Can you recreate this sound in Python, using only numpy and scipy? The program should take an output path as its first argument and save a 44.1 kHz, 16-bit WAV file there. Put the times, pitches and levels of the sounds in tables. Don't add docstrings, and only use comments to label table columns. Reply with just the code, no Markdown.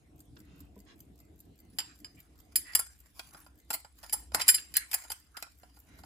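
import sys
import numpy as np
from scipy import signal
from scipy.fft import rfft, irfft
from scipy.io import wavfile
from scipy.ndimage import uniform_filter1d

SR = 44100
rng = np.random.default_rng(int(sys.argv[2]) if len(sys.argv) > 2 else 0)


def int16_out(signal):
    q = np.round(np.clip(np.atleast_2d(signal).T, -1, 1) * 32767)
    wavfile.write(sys.argv[1], SR, q.astype(np.int16))


N = 266805

# (time [s], level [dB], knock [dB], brightness [dB], ring [dB], sliding time [s])
COVER_HITS = [(1.786, -23, -14.5, -8.5, -7, 0.00085), (1.8014, -33, -18, -19.5, -4, .0014),
              (2.045, -44.5, -19, -15.5, -0.5, .002), (2.557, -15.5, -33, 3.5, -6.5, .006),
              (2.733, -43.5, -12.5, -13.5, -6.5, 0.0024), (2.7506, -12, -23.5, 4, -9.5, .003),
              (2.792, -19.5, -17.5, 7.5, -13, .007), (3.194, -33, -10, -8.5, -21.5, .002),
              (3.704, -26.5, -6.5, 0.5, -9, .003), (3.731, -24, -17, 2.5, -10, .02),
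              (4.03, -43, -4, -3, -12, .014), (4.096, -39.5, -16.5, -4, -10, .0015),
              (4.1264, -21.5, -16, 5.5, -3, .016), (4.3465, -14.5, -5.5, -2, -18, 0.00053),
              (4.397, -27.5, -6.5, -6, -14, .0065), (4.411, -25.5, -16, -6.5, -1.5, .01),
              (4.48, -16, -21, 5.5, -2, 0.004), (4.487, -10.5, -42.5, -1.5, -3, 0.0055),
              (4.498, -20, -47, 9.5, 1.5, 0.0052), (4.543, -25.5, -40, -3, 5, .01),
              (4.577, -36, -33.5, -15.5, -32.5, .01), (4.74, -33, -43, -1.5, -11, .002),
              (4.754, -28, -38.5, -23, 0, .026), (4.7678, -10.5, -39.5, 6, -25, 0.0017),
              (4.914, -31, -18.5, -0.5, -13, .004), (4.931, -25, -17.5, -2, -27, 0.011),
              (4.941, -17, -23.5, 5.5, -14, 0.0033), (5.101, -34.5, -6.5, -4, -4.5, .003),
              (5.118, -26, -17, 3, -28.5, .002), (5.369, -34, -12, -5.5, -14, .004),
              (5.425, -30, -9.5, -3, -26, .0023)]
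# (frequency [Hz], level [dB], time to fade by 60 dB [s])
CASE_NOTES = [(1798, -21, .04), (2331, -18, .04), (3010, -15, .07), (4598, -15, .08), (4865, -9, .07),
              (4972, -4, .085), (5750, -23, .08), (7251, -18, .1), (7411, -.5, .1), (8700, -20, .08),
              (9243, -18, .08), (9790, -20, .08), (10140, -16, .05), (10586, -2, .11), (10702, -5, .09),
              (11730, -5, .07), (11850, -9, .06), (12261, -14, .07), (14445, -13, .16), (14630, -15, .08)]
# (frequency [Hz], level [dB])
RUB_TONE = [(200, -21.5), (900, 2), (2300, -1), (3200, -5.5), (4500, -2), (6200, -0.5), (9000, -9),
            (10700, -6), (12000, -16.5), (13700, -6), (14900, -5.5), (15400, -25)]
# (frequency [Hz], likeness [0 to 1])
WATCH_LIKENESS = [(200, 1), (700, 1), (1400, 0.025), (3000, 0.21), (5000, 0), (7500, 0.84), (11000, 0.96),
                  (15000, 0.069)]
SHUT_S = 2.9


def amp(db):
    return 10 ** (np.asarray(db) / 20)


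def rms(x):
    return np.sqrt(np.mean(x ** 2) + 1e-20)


def look_up(table, hz):
    row_hz, value = np.transpose(table)
    return np.interp(np.log(hz + 1), np.log(row_hz + 1), value)


def follow(curve):
    return amp(np.interp(np.arange(N) / SR, *np.transpose(curve)))


def add(mix, s, sound):
    part = mix[:, max(round(s * SR), 0):][:, :sound.shape[1]]
    part += sound[:, :part.shape[1]]


def stereo_noise(likeness, size):
    common, separate = rfft(rng.standard_normal((2, size)))
    alike = np.clip(look_up(likeness, np.fft.rfftfreq(size, 1 / SR)), -1, 1)
    return irfft(np.array([common, alike * common + np.sqrt(1 - alike ** 2) * separate]), size)


def treble(hz):
    return look_up([(4500, -1.0), (11000, 1.0)], hz)


def colour(x, tone, bright_db=0, patchy_db=0, size=2048):
    hz = np.fft.rfftfreq(size, 1 / SR)
    patches = uniform_filter1d(uniform_filter1d(rng.standard_normal(len(hz)), size=10), size=7)
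    patches = np.minimum(patches / rms(patches), 1.5)
    log_gain = np.log(amp(look_up(tone, hz) + bright_db * treble(hz) + patchy_db * patches))
    spectrum = np.exp(signal.hilbert(np.r_[log_gain, log_gain[-2:0:-1]]).conj())
    response = np.fft.ifft(spectrum).real
    return signal.oaconvolve(x, response[None], axes=1)[:, :x.shape[1]]


def resonate(x, hz, width_hz):
    hz = min(hz, SR / 2 - 1)
    return signal.lfilter(*signal.iirpeak(hz, hz / width_hz, fs=SR), x)


def wander(x, depth_db):
    bands = signal.stft(x, SR, nperseg=512)[2]
    patches = uniform_filter1d(rng.standard_normal(bands.shape[1:]), size=6, axis=0)
    patches = uniform_filter1d(patches, size=12, axis=1)
    drifting = signal.istft(bands * amp(depth_db * patches / rms(patches)), SR, nperseg=512)[1][:, :N]
    return drifting * rms(x) / rms(drifting)


def burst(slide_s, t60, size, grain_db=3, catches_per_s=2500):
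    sliding = np.arange(size) / SR < slide_s
    strength = amp(grain_db * rng.standard_normal(size)) ** 2
    catches = strength * (rng.random(size) < catches_per_s / SR) * sliding
    catches[0] += .5 + 12 * np.exp(-slide_s / 0.001)
    power = signal.lfilter([1], [1, -amp(-120 / (t60 * SR))], catches)
    return stereo_noise(WATCH_LIKENESS, size) * np.sqrt(power)


def ring(notes, size, bright_db=0, damping=1):
    hz, db, t60 = np.transpose(notes)[:, :, None]
    t = np.arange(size) / SR
    phase, side = rng.uniform(0, 2 * np.pi, hz.shape), rng.choice([-1, 1], hz.shape)
    apart = side * np.arccos(np.clip(look_up(WATCH_LIKENESS, hz), -1, 1)) / 2
    height = amp(db + bright_db * treble(hz) + 2 * rng.standard_normal(hz.shape))
    attack = 1 - np.exp(-t * hz / 2)
    envelope = height / np.linalg.norm(height) * amp(-60 * t * damping / t60) * attack
    angle = 2 * np.pi * hz * t + phase
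    return np.sqrt(2) * np.array([(envelope * np.sin(angle + k * apart)).sum(0) for k in (1, -1)])


def background(rumble_trim_db=4, hiss_db=-75, hum_hz=61, hum_trim_db=-1):
    # (frequency [Hz], level [dB])
    rumble_tone = [(12, -59.5), (20, -37.5), (30, -19.5), (40, -11), (64, 1.5), (141, -4.5), (199, -5.5),
                   (236, -8), (305, -1), (368, -12.5), (452, -13.5), (536, -20), (706, -15), (882, -26.5),
                   (1200, -36.5), (1560, -58.5), (2640, -120)]
    hiss_tone = [(400, -12.5), (700, -9), (1100, -4.5), (2400, -5), (5500, -12), (7200, -10), (11000, -13),
                 (13000, -19.5), (14600, -19.5), (15300, -35)]
    # (time [s], level [dB])
    rumble_levels = [(0.0, -66.5), (0.29, -61.5), (2.65, -67.5), (2.91, -78), (3.4, -69), (3.98, -74.5),
                     (4.36, -63), (5.04, -77), (5.68, -73.5), (6.05, -60.5)]
    hum_levels = [(0, -64), (.7, -59.5), (1.7, -68), (2.8, -57.5), (3.1, -63.5), (3.95, -63), (4.27, -55),
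                  (4.6, -65), (5.5, -65), (6.05, -61)]
    # (frequency [Hz], likeness [0 to 1])
    likeness = [(60, 0.9), (300, 0.91), (640, 0), (1400, 0), (3100, 0.087), (7000, .3), (15000, 1)]
    rumble = colour(stereo_noise(likeness, N), rumble_tone, size=8192)
    hiss = colour(stereo_noise(likeness, N), hiss_tone)
    low_cut = signal.butter(2, 42, "high", fs=SR, output="sos")
    rumble = signal.sosfilt(low_cut, wander(rumble, depth_db=2.5))
    hum = resonate(stereo_noise(likeness, N), hum_hz, width_hz=20)
    hum = resonate(hum, hum_hz, width_hz=20)
    hiss = wander(hiss, depth_db=3.5)
    return (amp(rumble_trim_db) * follow(rumble_levels) * rumble / rms(rumble)
            + amp(hiss_db) * hiss / rms(hiss)
            + amp(hum_trim_db) * follow(hum_levels) * hum / rms(hum))


def room_echo(x):
    # (frequency [Hz], time to fade by 60 dB [s])
    fade_times = [(300, 0.1), (1400, 0.24), (3500, 0.26), (8000, 0.38), (15000, 0.047)]
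    # (frequency [Hz], level [dB])
    tone = [(300, -4.5), (1100, 5.5), (1700, 2.0), (4000, -1.5), (6000, -5.5), (7400, -4.5),
            (9000, -0.5), (10600, -6), (14600, 2.5), (15600, -22)]
    hz, t, bands = signal.stft(rng.standard_normal((2, SR * 3 // 4)), SR, nperseg=256)
    envelope = amp(-60 * t / look_up(fade_times, hz)[:, None]) * (1 - np.exp(-t / 0.004))
    tail = signal.istft(bands * amp(look_up(tone, hz))[:, None] * envelope, SR, nperseg=256)[1]
    return signal.fftconvolve(x, tail / np.linalg.norm(tail[0]), axes=1)[:, :N]


def stroke(length_s, db, hz, width_hz):
    size = int(length_s * SR)
    band = resonate(stereo_noise(WATCH_LIKENESS, size), hz, width_hz)
    friction = colour(resonate(band, hz, width_hz), RUB_TONE, patchy_db=5.0)
    return amp(db) * friction / rms(friction) * np.sin(np.linspace(0, np.pi, size))


def hand(hollow_q=2.5, bump_s=.763, bump_db=-40.5):
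    # (middle time [s], length [s], level [dB])
    swishes = [(.371, 0.013, -55.5), (.555, .3, -69), (.903, .097, -60.5), (1.901, .11, -61.5),
               (4.671, .21, -67), (5.945, 0.18, -65)]
    # (middle time [s], length [s], level [dB], pitch [Hz])
    scrapes = [(2.192, 0.052, -61.5, 2370), (2.697, .12, -51, 2050), (2.899, .06, -68.5, 1670),
               (3.359, .12, -63, 1200), (4.053, .083, -63, 1350), (4.372, .08, -45, 870),
               (4.597, .077, -63, 1870), (4.822, .055, -48.5, 1900), (5.373, .068, -51.5, 1400)]
    # (frequency [Hz], level [dB], time to fade by 60 dB [s])
    bump_notes = [(200, -1, .15), (250, -6, .08), (405, 0, .06), (460, -2, .05), (640, -12, .04),
                  (980, -15, .04)]
    out = np.zeros((2, N))
    for s, length_s, db in swishes:
        add(out, s - length_s / 2, stroke(length_s, db, hz=2500, width_hz=3000))
    for s, length_s, db, hz in scrapes:
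        add(out, s - length_s / 2, stroke(length_s, db, hz, width_hz=hz / hollow_q))
    add(out, bump_s, amp(bump_db) * ring(bump_notes, size=8000))
    return out


def ticking(first_beat_s=.2024, beat_s=.19987, tick_db=-49.5, tock_db=-56.5, light_db=-54.5):
    # (time from the beat [s], relative level [dB])
    impacts = [(-.044, -15.5), (-.022, -15), (-.011, -9), (.0015, -2.5), (0.017, -20.5), (0.05, -17.5)]
    # (frequency [Hz], level [dB])
    tick_tone = [(500, -30), (2500, -29), (5000, -21.5), (6200, -15.5), (8000, -13), (11700, -12.5),
                 (12700, 2), (13500, -6), (14500, -18), (15500, -10.5), (16500, -20.5)]
    # (frequency [Hz], level [dB], time to fade by 60 dB [s])
    plate_notes = [(4850, -10, .05), (7380, -5, .06), (12680, -1, .03), (13520, 3, .045), (14380, -23, .6)]
    hairspring_note = [(2055, 0, 0.48)]
    out = np.zeros((2, N))
    sharpest_db = max(db for delay, db in impacts)
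    for k, s in enumerate(np.arange(first_beat_s, N / SR, beat_s)):
        db, bright_db = tick_db, 0
        if k % 2:
            s, db, bright_db = s - .0018, tock_db, -3.5
            add(out, s, amp(-77.5) * ring(hairspring_note, size=24000))
        if s > SHUT_S:
            db, bright_db = db - 4, bright_db + 1.5
        for delay, impact_db in impacts:
            gain = amp((db if impact_db == sharpest_db else light_db) + impact_db)
            impact = burst(slide_s=.0018, t60=.017, size=4000)
            tick = colour(impact, tick_tone, bright_db - 2, patchy_db=7.5)
            add(out, s + delay, gain * tick / rms(tick[:, :SR // 400]))
            add(out, s + delay, gain * amp(-2) * ring(plate_notes, 12000, bright_db))
    return out


def rubbing_rims(grain_db=5.5, singing_db=13, chatter_t60=0.15, creak_t60=0.097, creak_db=5):
    # (time [s], level [dB])
    rub_levels = [(1.7, -68.5), (2.5, -76.5), (2.72, -56.5), (3.02, -73), (3.2, -61), (3.4, -63),
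                  (3.62, -91), (3.95, -74.5), (4.08, -53.5), (4.28, -66.5), (4.45, -62.5), (4.88, -64),
                  (5.03, -49), (5.2, -71.5), (6.05, -71)]
    t = np.arange(N) / SR
    catches = uniform_filter1d(rng.standard_normal(N), size=500)
    drag = colour(stereo_noise(WATCH_LIKENESS, N) * amp(grain_db * catches / rms(catches)), RUB_TONE)
    singing = sum(amp(0.41 * db + 6 * treble(hz)) * resonate(drag, hz, width_hz=60)
                  for hz, db, _ in CASE_NOTES)
    drag = drag + amp(singing_db) * singing
    hits = np.zeros(N)
    for s, db, *_ in COVER_HITS:
        hits[round(s * SR)] = amp(-46.5 + 0.53 * db)
    chatter = signal.lfilter([1], [1, -amp(-60 / (chatter_t60 * SR))], hits)
    build_up = signal.lfilter([1], [1, -amp(-60 / (creak_t60 * SR))], hits[::-1])[::-1]
    creak = amp(creak_db) * build_up * (t > SHUT_S)
    pressing = follow(rub_levels) * (t > rub_levels[0][0])
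    return np.hypot(pressing, chatter + creak) * wander(drag / rms(drag), depth_db=4)


def cover_hit(db, knock_db, bright_db, ring_db, slide_s, size=7000):
    # (frequency [Hz], level [dB])
    click_tone = [(150, -27), (900, -29.5), (1700, 1.5), (2400, 2), (3800, -3.5), (4900, 6), (6100, -6),
                  (7400, 0), (9500, -1), (12000, 6), (13400, -12), (14800, 7.5), (15400, -12.5),
                  (16500, -38)]
    knock_tone = [(60, -14.5), (200, -15.5), (450, -8.5), (600, -3.5), (800, 1.5), (980, 2.5), (1180, -9),
                  (1400, 2.5), (2000, -22.5), (5000, -42.5)]
    samples = np.arange(size)
    onset = int((slide_s + 0.0018) * SR)
    click = colour(burst(slide_s, t60=0.034, size=size), click_tone, bright_db, patchy_db=5.5)
    knock = colour(burst(slide_s, t60=0.041, size=size), knock_tone, patchy_db=-2.5)
    body = amp(-7.5) * click / rms(click[:, :onset]) + amp(knock_db - 5) * knock / rms(knock[:, :onset])
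    build_up = np.minimum(samples / (onset / 3), 1)
    body += amp(ring_db + 5) * build_up * ring(CASE_NOTES, size, bright_db / 2, damping=1.234)
    pressure = 1 - np.exp(-samples / SR / (slide_s * 0.17 + 1e-5))
    crack = colour(burst(slide_s=0, t60=0.013, size=size), click_tone, 0.62 * bright_db, patchy_db=1.5)
    return amp(db) * (pressure * body + amp(-7.5) * crack / rms(crack[:, :SR // 500]))


def covers():
    # (time [s], relative level [dB])
    taps = [(3.346, -45.5), (3.463, -50.5), (3.847, -44), (4.319, -44.5), (5.049, -46), (5.467, -52.5),
            (5.632, -49), (5.769, -56.5), (5.989, -51), (6.035, -47)]
    out = np.zeros((2, N))
    for s, *hit in COVER_HITS:
        add(out, s, cover_hit(*hit))
    for s, db in taps:
        add(out, s, cover_hit(db - 5.5, knock_db=4.5, bright_db=-10.5, ring_db=-10, slide_s=0.0017))
    return out


def scene():
    # (frequency [Hz], right minus left [dB])
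    balance = [(400, -0.5), (1000, 1.5), (2500, 2.5), (5000, 2), (8000, -1), (15000, 0.5)]
    watch = covers() + rubbing_rims() + ticking() + hand()
    watch = watch + amp(-14) * wander(room_echo(watch), depth_db=3)
    right_db = look_up(balance, np.fft.rfftfreq(N, 1 / SR))
    placed = irfft(rfft(watch) * amp(np.array([-right_db, right_db]) / 2), N)
    return placed + background()


def record(dry, ceiling=.85, cutoff_hz=16500):
    rounded = ceiling * np.tanh(dry / ceiling)
    low_pass = signal.firwin(255, cutoff_hz, window=("kaiser", 9), fs=SR)
    return signal.oaconvolve(rounded, low_pass[None], "same")


dry = scene()
out = record(dry)
int16_out(out)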